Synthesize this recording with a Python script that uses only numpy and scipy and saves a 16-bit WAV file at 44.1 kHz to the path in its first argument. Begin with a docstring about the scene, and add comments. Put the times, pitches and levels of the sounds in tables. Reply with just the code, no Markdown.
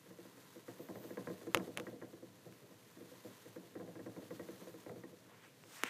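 """Quick footfalls of a hamster running in bursts in a plastic wheel in a cage, close to the microphone.
Each paw rings the wheel's shell, taps it with claws and booms faintly in the cage's resonances.
Plastic parts snap a few times: a hard crack, a chatter and a jolt that knocks the wheel.
The turning wheel adds a grainy hiss, a low rumble and brief sizzles of shaped noise.
As the running stops, swelling strokes of friction noise brush and rustle nearby, over quiet room air."""
import sys
import numpy as np
from scipy import signal
from scipy.io import wavfile
from scipy.ndimage import uniform_filter1d

SR = 44100
rng = np.random.default_rng(int(sys.argv[2]) if len(sys.argv) > 2 else 0)


def to_wav(s):
    """Save 16-bit WAV."""
    ch = np.atleast_2d(s).T  # columns
    pcm = np.round(np.clip(ch, -1, 1) * 32767)  # PCM
    wavfile.write(sys.argv[1], SR, pcm.astype(np.int16))


N = 259749
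TIME = np.arange(N) / SR  # seconds

# Footfalls, levels relative within each column:
# start_s, force_db (on the wheel), claw_db (tap), thump_db (passed to the cage)
FOOTFALLS = [(0.059, -49.5, -70, -67.5), (0.105, -43, -63, -67), (0.186, -42.5, -66.5, -67.5),
             (0.25, -44.5, -63, -77), (0.372, -51.5, -65, -68.5), (0.559, -40, -71, -70),
             (0.681, -36.5, -56, -62), (0.795, -37.5, -65.5, -57.5), (0.886, -41, -54, -52.5),
             (0.955, -47, -53.5, -54.5), (1.039, -39, -63, -57.5), (1.105, -35, -55, -60.5),
             (1.171, -31, -48.5, -53), (1.271, -35, -48.5, -53), (1.3, -33.5, -54.5, -66),
             (1.413, -54, -60.5, -60.5), (1.469, -32.5, -57.5, -62), (1.596, -42, -53.5, -51.5),
             (1.672, -35, -65, -57), (1.867, -37.5, -52.5, -55), (1.93, -39, -79, -59),
             (2.015, -39, -54.5, -56.5), (2.13, -41.5, -66, -65), (2.225, -39, -69, -68),
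             (2.455, -44, -79, -59.5), (2.615, -52, -77, -65.5), (2.708, -48, -68, -66.5),
             (2.965, -52, -69, -64), (3.007, -40, -67, -63.5), (3.116, -39.5, -77, -65.5),
             (3.247, -39, -67, -59), (3.456, -41, -65, -66), (3.56, -37.5, -57.5, -61),
             (3.634, -46, -81, -69.5), (3.753, -35.5, -57.5, -57), (3.798, -38, -58.5, -54),
             (3.876, -38, -65, -56.5), (3.954, -40, -59, -60.5), (3.992, -36.5, -59, -60),
             (4.061, -33.5, -56, -58), (4.163, -46, -57.5, -53.5), (4.218, -52, -65.5, -62),
             (4.306, -35, -54, -55.5), (4.395, -34.5, -53, -58), (4.487, -35, -59, -63.5),
             (4.614, -44.5, -75, -60), (4.671, -36.5, -61, -67), (4.741, -40.5, -64, -69),
             (4.862, -43, -57, -57.5), (4.894, -48, -54.5, -54), (4.959, -39, -68, -60),
             (5.035, -38, -57, -67), (5.129, -45.5, -76, -69.5)]
# Snaps of plastic, levels relative within each column: start_s, crack_db, flex_db (of the wall),
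# jolt_db (given to wheel and cage), top_hz (treble limit set by the contact's hardness)
PLASTIC_SNAPS = [(1.547, -8.5, -10.5, -32, 15000), (1.5570, -38, -28, -44, 5000),
                 (1.5728, -21.5, -36, -48, 8850), (1.7670, -46, -40, -45.5, 2000),
                 (1.7740, -20, -44, -47.5, 14100), (1.7827, -38, -28, -43.5, 12000),
                 (1.799, -28.5, -48, -47, 13100), (2.525, -44, -59, -72, 12000),
                 (5.638, -43, -43, -63, 4000), (5.8359, -12, -18.5, -52, 11000)]


def amp(db):
    """Decibels to gain."""
    return 10 ** (np.asarray(db) / 20)


def evened(x):
    """Scales to unit power."""
    return x / np.sqrt(np.mean(x ** 2) + 1e-20)


def add(mix, start_s, sound):
    """Adds a sound to the mix, in place, from start_s seconds."""
    part = mix[max(round(start_s * SR), 0):][:len(sound)]
    part += sound[:len(part)]


def response(points, size=4096):
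    """Causal minimum-phase impulse response with the spectrum drawn through (Hz, dB) points."""
    hz, db = np.transpose(points)
    f = abs(np.fft.fftfreq(size, 1 / SR))
    log_gain = np.log(amp(np.interp(np.log(f + 1), np.log(hz), db)))
    spectrum = np.exp(np.conj(signal.hilbert(log_gain)))
    return np.fft.ifft(spectrum).real[:size // 2]


def colour(x, points):
    """Filters by a spectrum, to unit power."""
    return evened(signal.fftconvolve(x, response(points))[:len(x)])


def grains(count, spread_db):
    """Friction noise made of tiny contacts of uneven strength."""
    strength = evened(uniform_filter1d(rng.standard_normal(count), size=40))
    return rng.standard_normal(count) * amp(spread_db * strength)


def peak(x, hz, width_hz):
    """A fixed resonance of gain 1."""
    return signal.lfilter(*signal.iirpeak(hz, hz / width_hz, fs=SR), x)


def resonate(x, hz, width_hz):
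    """A moving resonance of gain 1: shifts its centre to zero, smooths, and shifts back."""
    turn = np.exp(2j * np.pi * np.cumsum(hz * np.ones(len(x))) / SR)
    r = np.exp(-np.pi * width_hz / SR)
    smoothed = signal.lfilter([1 - r], [1, -r], x / turn)
    return 2 * (turn * smoothed).real


def swells(rows):
    """Gain of bell-shaped swells, each at half height at the ends of its length."""
    return sum(amp(db) * .5 ** ((2 * (TIME - s) / length) ** 2) for s, length, db in rows)


def footfalls(knock_db=-5.5, claws_db=-1.5, boom_db=3, boom_t60=0.29, boom_rise=0.0054, claw_lag_s=0.001196):
    """Each paw knocks the shell and taps it with its claws; the cage's boom swells a moment later."""
    out, t = np.zeros(N), np.arange(SR // 5) / SR
    for start_s, force_db, claw_db, thump_db in FOOTFALLS:
        shake = rng.standard_normal(len(t)) * amp(-60 * t / boom_t60) * np.tanh(t / boom_rise)
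        boom = cage(shake)
        boom /= np.std(boom[:SR // 20])
        add(out, start_s, amp(force_db + knock_db) * knock(t))
        add(out, start_s, amp(thump_db + boom_db) * boom)
        # the claws touch just after the pad
        add(out, start_s + claw_lag_s, amp(claw_db + claws_db) * claws(t))
    # the small wheel radiates no deep bass
    return signal.sosfilt(signal.butter(4, 80, "high", fs=SR, output="sos"), out)


def knock(t, detune=0.019, uneven_db=1.4):
    """The shell rings; every paw lands on another spot, which shifts and weights the modes anew."""
    # Modes of the wheel's shell; low bending waves arrive later and swell slowly:
    # pitch_hz (before detuning), level_db (relative), t60_s, lag_s, rise_cycles
    shell_modes = [(126.8, -20, 0.28, 0, 2), (185, -10, 0.18, 0.017, 2.1), (267, -10, 0.12, 0.0048, 0.23),
                   (333.7, 2, 0.091, .005, 2.43), (416, -4.5, 0.024, 0.00032, 0.54),
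                   (487.2, -1.5, 0.094, 0.00014, 1.08), (624, -11.5, 0.024, 0.00028, 0.42),
                   (646, -36, 0.018, 0.035, 0.23)]
    hz, db, t60, lag, rise = np.transpose(shell_modes)[:, :, None]
    pitch, weight = rng.standard_normal((2, len(shell_modes), 1))
    age = np.maximum(t - lag, 0)
    cycles = hz * (1 + detune * pitch) * age
    envelope = np.tanh(cycles / rise) * amp(db + uneven_db * weight - 60 * age / t60)
    return np.sum(envelope * np.sin(2 * np.pi * cycles), 0)


def claws(t, scrape_db=-26, scrape_t60=.06, uneven_db=2, tap_db=14):
    """A crisp tap; an impulse and a short scrape ring the plastic's higher resonances."""
    # Higher resonances of the plastic: centre_hz, width_hz, level_db (relative)
    claw_modes = [(567, 123, 12.5), (707, 21, 7), (892, 17, -1), (1043, 32, 12.5), (1075, 80, 4),
                  (1410, 22, 0.5), (1587, 13, 3), (1670, 120, 3), (1883, 60, 5), (2040, 37, -12),
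                  (2430, 490, -38)]
    # Colour of a paw's first contact: pitch_hz, level_db (relative)
    tap_colour = [(100, -15.5), (300, 10), (600, -14.5), (1100, -8.5), (2100, -4.5), (2600, -12),
                  (5000, -40), (15000, -26)]
    paw_top_hz = 2240  # a paw is too soft to excite the plastic above this
    drive = grains(len(t), spread_db=9.5) * amp(scrape_db - 60 * t / scrape_t60)
    drive[0] += 1
    signs = (-1) ** np.arange(len(claw_modes))
    weights = amp(uneven_db * rng.standard_normal(len(claw_modes))) * signs
    ring = sum(w * amp(db) * peak(drive, hz, width) for w, (hz, width, db) in zip(weights, claw_modes))
    ring /= np.std(ring[:SR // 50])
    tap = response(tap_colour)
    add(ring, 0, amp(tap_db) * tap / abs(tap).max())
    return signal.sosfilt(signal.butter(6, paw_top_hz, fs=SR, output="sos"), ring)


def cage(x, low_hz=85, top_hz=720):
    """The cage's box resonances, which pass only the low middle range."""
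    # Resonances of the cage: centre_hz, width_hz, level_db (relative)
    box_modes = [(114, 7.7, -15), (121.7, 9.2, 2), (189.7, 40, 4), (228.6, 8.2, 0.5), (271.7, 29, 3.5),
                 (318.6, 38, 3), (404, 42, 1), (469, 29, 0.5), (583, 32, -11.5), (612, 11, -8)]
    ring = sum(amp(db) * peak(x, hz, width) for hz, width, db in box_modes)
    return signal.sosfilt(signal.butter(3, [low_hz, top_hz], "band", fs=SR, output="sos"), ring)


def snaps(crack_db=-1, burst_db=-18, burst_t60=0.011, flex_hz=1400, chatter_db=-31, chatter_t60=0.043,
          jolt_t60=0.18, dull_db=-4):
    """A hard, gritty crack as the wall flexes, a brief chatter, and a dull jolt that rocks the wheel."""
    # Colour of a snap: pitch_hz, level_db (relative)
    snap_colour = [(60, -79), (250, 9), (600, -6.5), (1500, 5), (2700, 4.5), (3400, -2.5), (4400, -12),
                   (6300, -6.5), (8200, -15), (10000, -8), (15000, -16)]
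    # Colour of the dull jolt that comes with it: pitch_hz, level_db (relative)
    jolt_colour = [(25, -13), (70, -25), (130, -2), (300, -5), (520, 1), (800, -10.5), (1300, -13.5),
                   (2200, -33), (5000, -32), (15000, -58)]
    # the wall's flex dies within a cycle and radiates little bass
    flex_radians, flex_low_hz = 2.1, 117
    # the jolted wheel rocks and knocks back on its axle
    rock_s, rock_db = .016, 2.5
    out, t = np.zeros(N), np.arange(SR // 7) / SR
    pulse = response(snap_colour)
    phase = 2 * np.pi * flex_hz * t
    flex = np.sin(phase) * np.exp(-phase / flex_radians)
    flex = signal.lfilter(*signal.butter(2, flex_low_hz, "high", fs=SR), flex)
    dying = amp(burst_db - 60 * t / burst_t60) + amp(chatter_db - 60 * t / chatter_t60)
    for start_s, db, flex_db, jolt_db, top_hz in PLASTIC_SNAPS:
        crack = dying * colour(rng.standard_normal(len(t)), snap_colour)
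        add(crack, 0, amp(crack_db) * pulse / abs(pulse).max())
        add(out, start_s, amp(db) * signal.lfilter(*signal.butter(2, top_hz, fs=SR), crack))
        add(out, start_s, amp(flex_db) * flex)
        jolt = colour(rng.standard_normal(len(t)), jolt_colour)
        add(out, start_s, jolt * amp(jolt_db + dull_db - 60 * t / jolt_t60))
        add(out, start_s + rock_s, amp(jolt_db + rock_db) * knock(t))
    return out


def rolling(slow_db=-69.0, spin_db=2.0, grain_db=2.0, wobble_db=1.23):
    """The wheel slides round its axle: a grainy, wobbling hiss and a low rumble in the cage."""
    # Spells of faster turning, in which the hiss swells: middle_s, length_s, level_db (before spin_db)
    spins = [(.55, .85, -69), (1.48, 1, -67.5), (3.25, 0.73, -67), (4.5, 0.88, -66.5)]
    # Colour of the hiss: pitch_hz, level_db (relative)
    hiss_colour = [(410, -31), (700, -10), (871, -1), (1030, 3), (1180, -2), (1310, -1), (1490, -2.5),
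                   (1880, -1.5), (2280, -6.5), (4160, -6), (5450, -11), (6110, -7.5), (8530, -11.5),
                   (14300, -10), (15000, -14)]
    # from here on, as the running ends, the wheel coasts and its hiss fades
    coast_s, coast_db_per_s = 4.67, 3
    rumble_db, rumble_idle_db = -26.5, -67.5
    wobble = wobble_db * evened(uniform_filter1d(rng.standard_normal(N), size=1500))
    coasting = amp(-coast_db_per_s * np.maximum(TIME - coast_s, 0))
    sliding = coasting * np.hypot(amp(slow_db), amp(spin_db) * swells(spins))
    hiss = colour(grains(N, spread_db=grain_db), hiss_colour) * sliding * amp(wobble)
    rumble_gain = np.hypot(amp(rumble_idle_db), amp(rumble_db) * shaking())
    rumble = evened(cage(rng.standard_normal(N))) * rumble_gain
    return hiss + rumble


def shaking(fade_s=0.12):
    """How hard the cage shakes: it stores the energy of every footfall and jolt, which leaks away."""
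    energy = np.zeros(N)
    for start_s, force_db, _, _ in FOOTFALLS:
        add(energy, start_s, amp([force_db]) ** 2)
    for start_s, _, _, jolt_db, _ in PLASTIC_SNAPS:
        add(energy, start_s, amp([jolt_db]) ** 2)
    return np.sqrt(signal.lfilter([1], [1, -np.exp(-1 / (fade_s * SR))], energy))


def brushing(width_hz=1400, low_hz=450, top_hz=3400):
    """Friction grains that swell and brighten through each stroke, then die away."""
    # Soft brushing strokes, then a rustle: peak_s, rise_s, rub_db, centre_hz (at the peak), fizz_db
    strokes = [(5.34, .08, -64.5, 890, -91), (5.45, 0.072, -63, 1480, -70.5),
               (5.764, 0.071, -61, 1350, -55.5), (5.873, 0.049, -46.5, 1980, -55)]
    # Colour of the rustle's fizz: pitch_hz, level_db (relative)
    fizz_colour = [(800, -39), (2800, -2), (4100, -3.5), (5500, -2.5), (8500, -3), (11000, -12.5),
                   (15000, -6.5)]
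    # a stroke dies quickly, and the pitch of its rub rises as it goes
    fall_s, octaves_per_s = 0.053, 6.7
    out, t = np.zeros(N), np.arange(-SR // 3, SR // 5) / SR  # t is 0 at the stroke's peak
    band = signal.butter(4, [low_hz, top_hz], "band", fs=SR, output="sos")
    for peak_s, rise_s, rub_db, hz, fizz_db in strokes:
        pressure = np.exp(np.minimum(t / rise_s, -t / fall_s))
        rub = resonate(grains(len(t), spread_db=3.0), hz * 2 ** (octaves_per_s * t), width_hz)
        rub = evened(signal.sosfilt(band, rub))
        fizz = colour(grains(len(t), spread_db=2.0), fizz_colour)
        add(out, peak_s + t[0], pressure * (amp(rub_db) * rub + amp(fizz_db) * fizz))
    return out


def sizzle(low_hz=12500):
    """A faint, very high sizzle of noise that comes and goes."""
    # Brief swells of thin sizzle high above the hiss: middle_s, length_s, level_db
    sizzle_swells = [(.83, .07, -63), (1.04, 0.19, -62.5)]
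    fine = signal.sosfilt(signal.butter(8, low_hz, "high", fs=SR, output="sos"), rng.standard_normal(N))
    return evened(fine) * swells(sizzle_swells)


def room_air(level_db=-69):
    """Still air of the room: steady noise, strongest in the bass."""
    # Colour of the air: pitch_hz, level_db (relative)
    air_colour = [(20, -43), (50, -26), (75, -38), (110, 15), (250, 1.5), (500, -18.5), (900, -15),
                  (2000, -8), (6000, -12.5), (15000, -20)]
    return amp(level_db) * colour(rng.standard_normal(N), air_colour)


def scene():
    """All sources over the room's quiet air, on one channel."""
    return (footfalls() + snaps() + rolling() + brushing() + sizzle() + room_air())[None]


def record(dry):
    """The microphone's weak deep bass and the recorder's band limit."""
    bass_hz, edge_hz = 35, 15050
    dry = signal.lfilter(*signal.butter(1, bass_hz, "high", fs=SR), dry)
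    band_limit = signal.firwin(511, edge_hz, window=("kaiser", 9), fs=SR)
    return signal.oaconvolve(dry, band_limit[None], "same")


dry = scene()
out = record(dry)
to_wav(out)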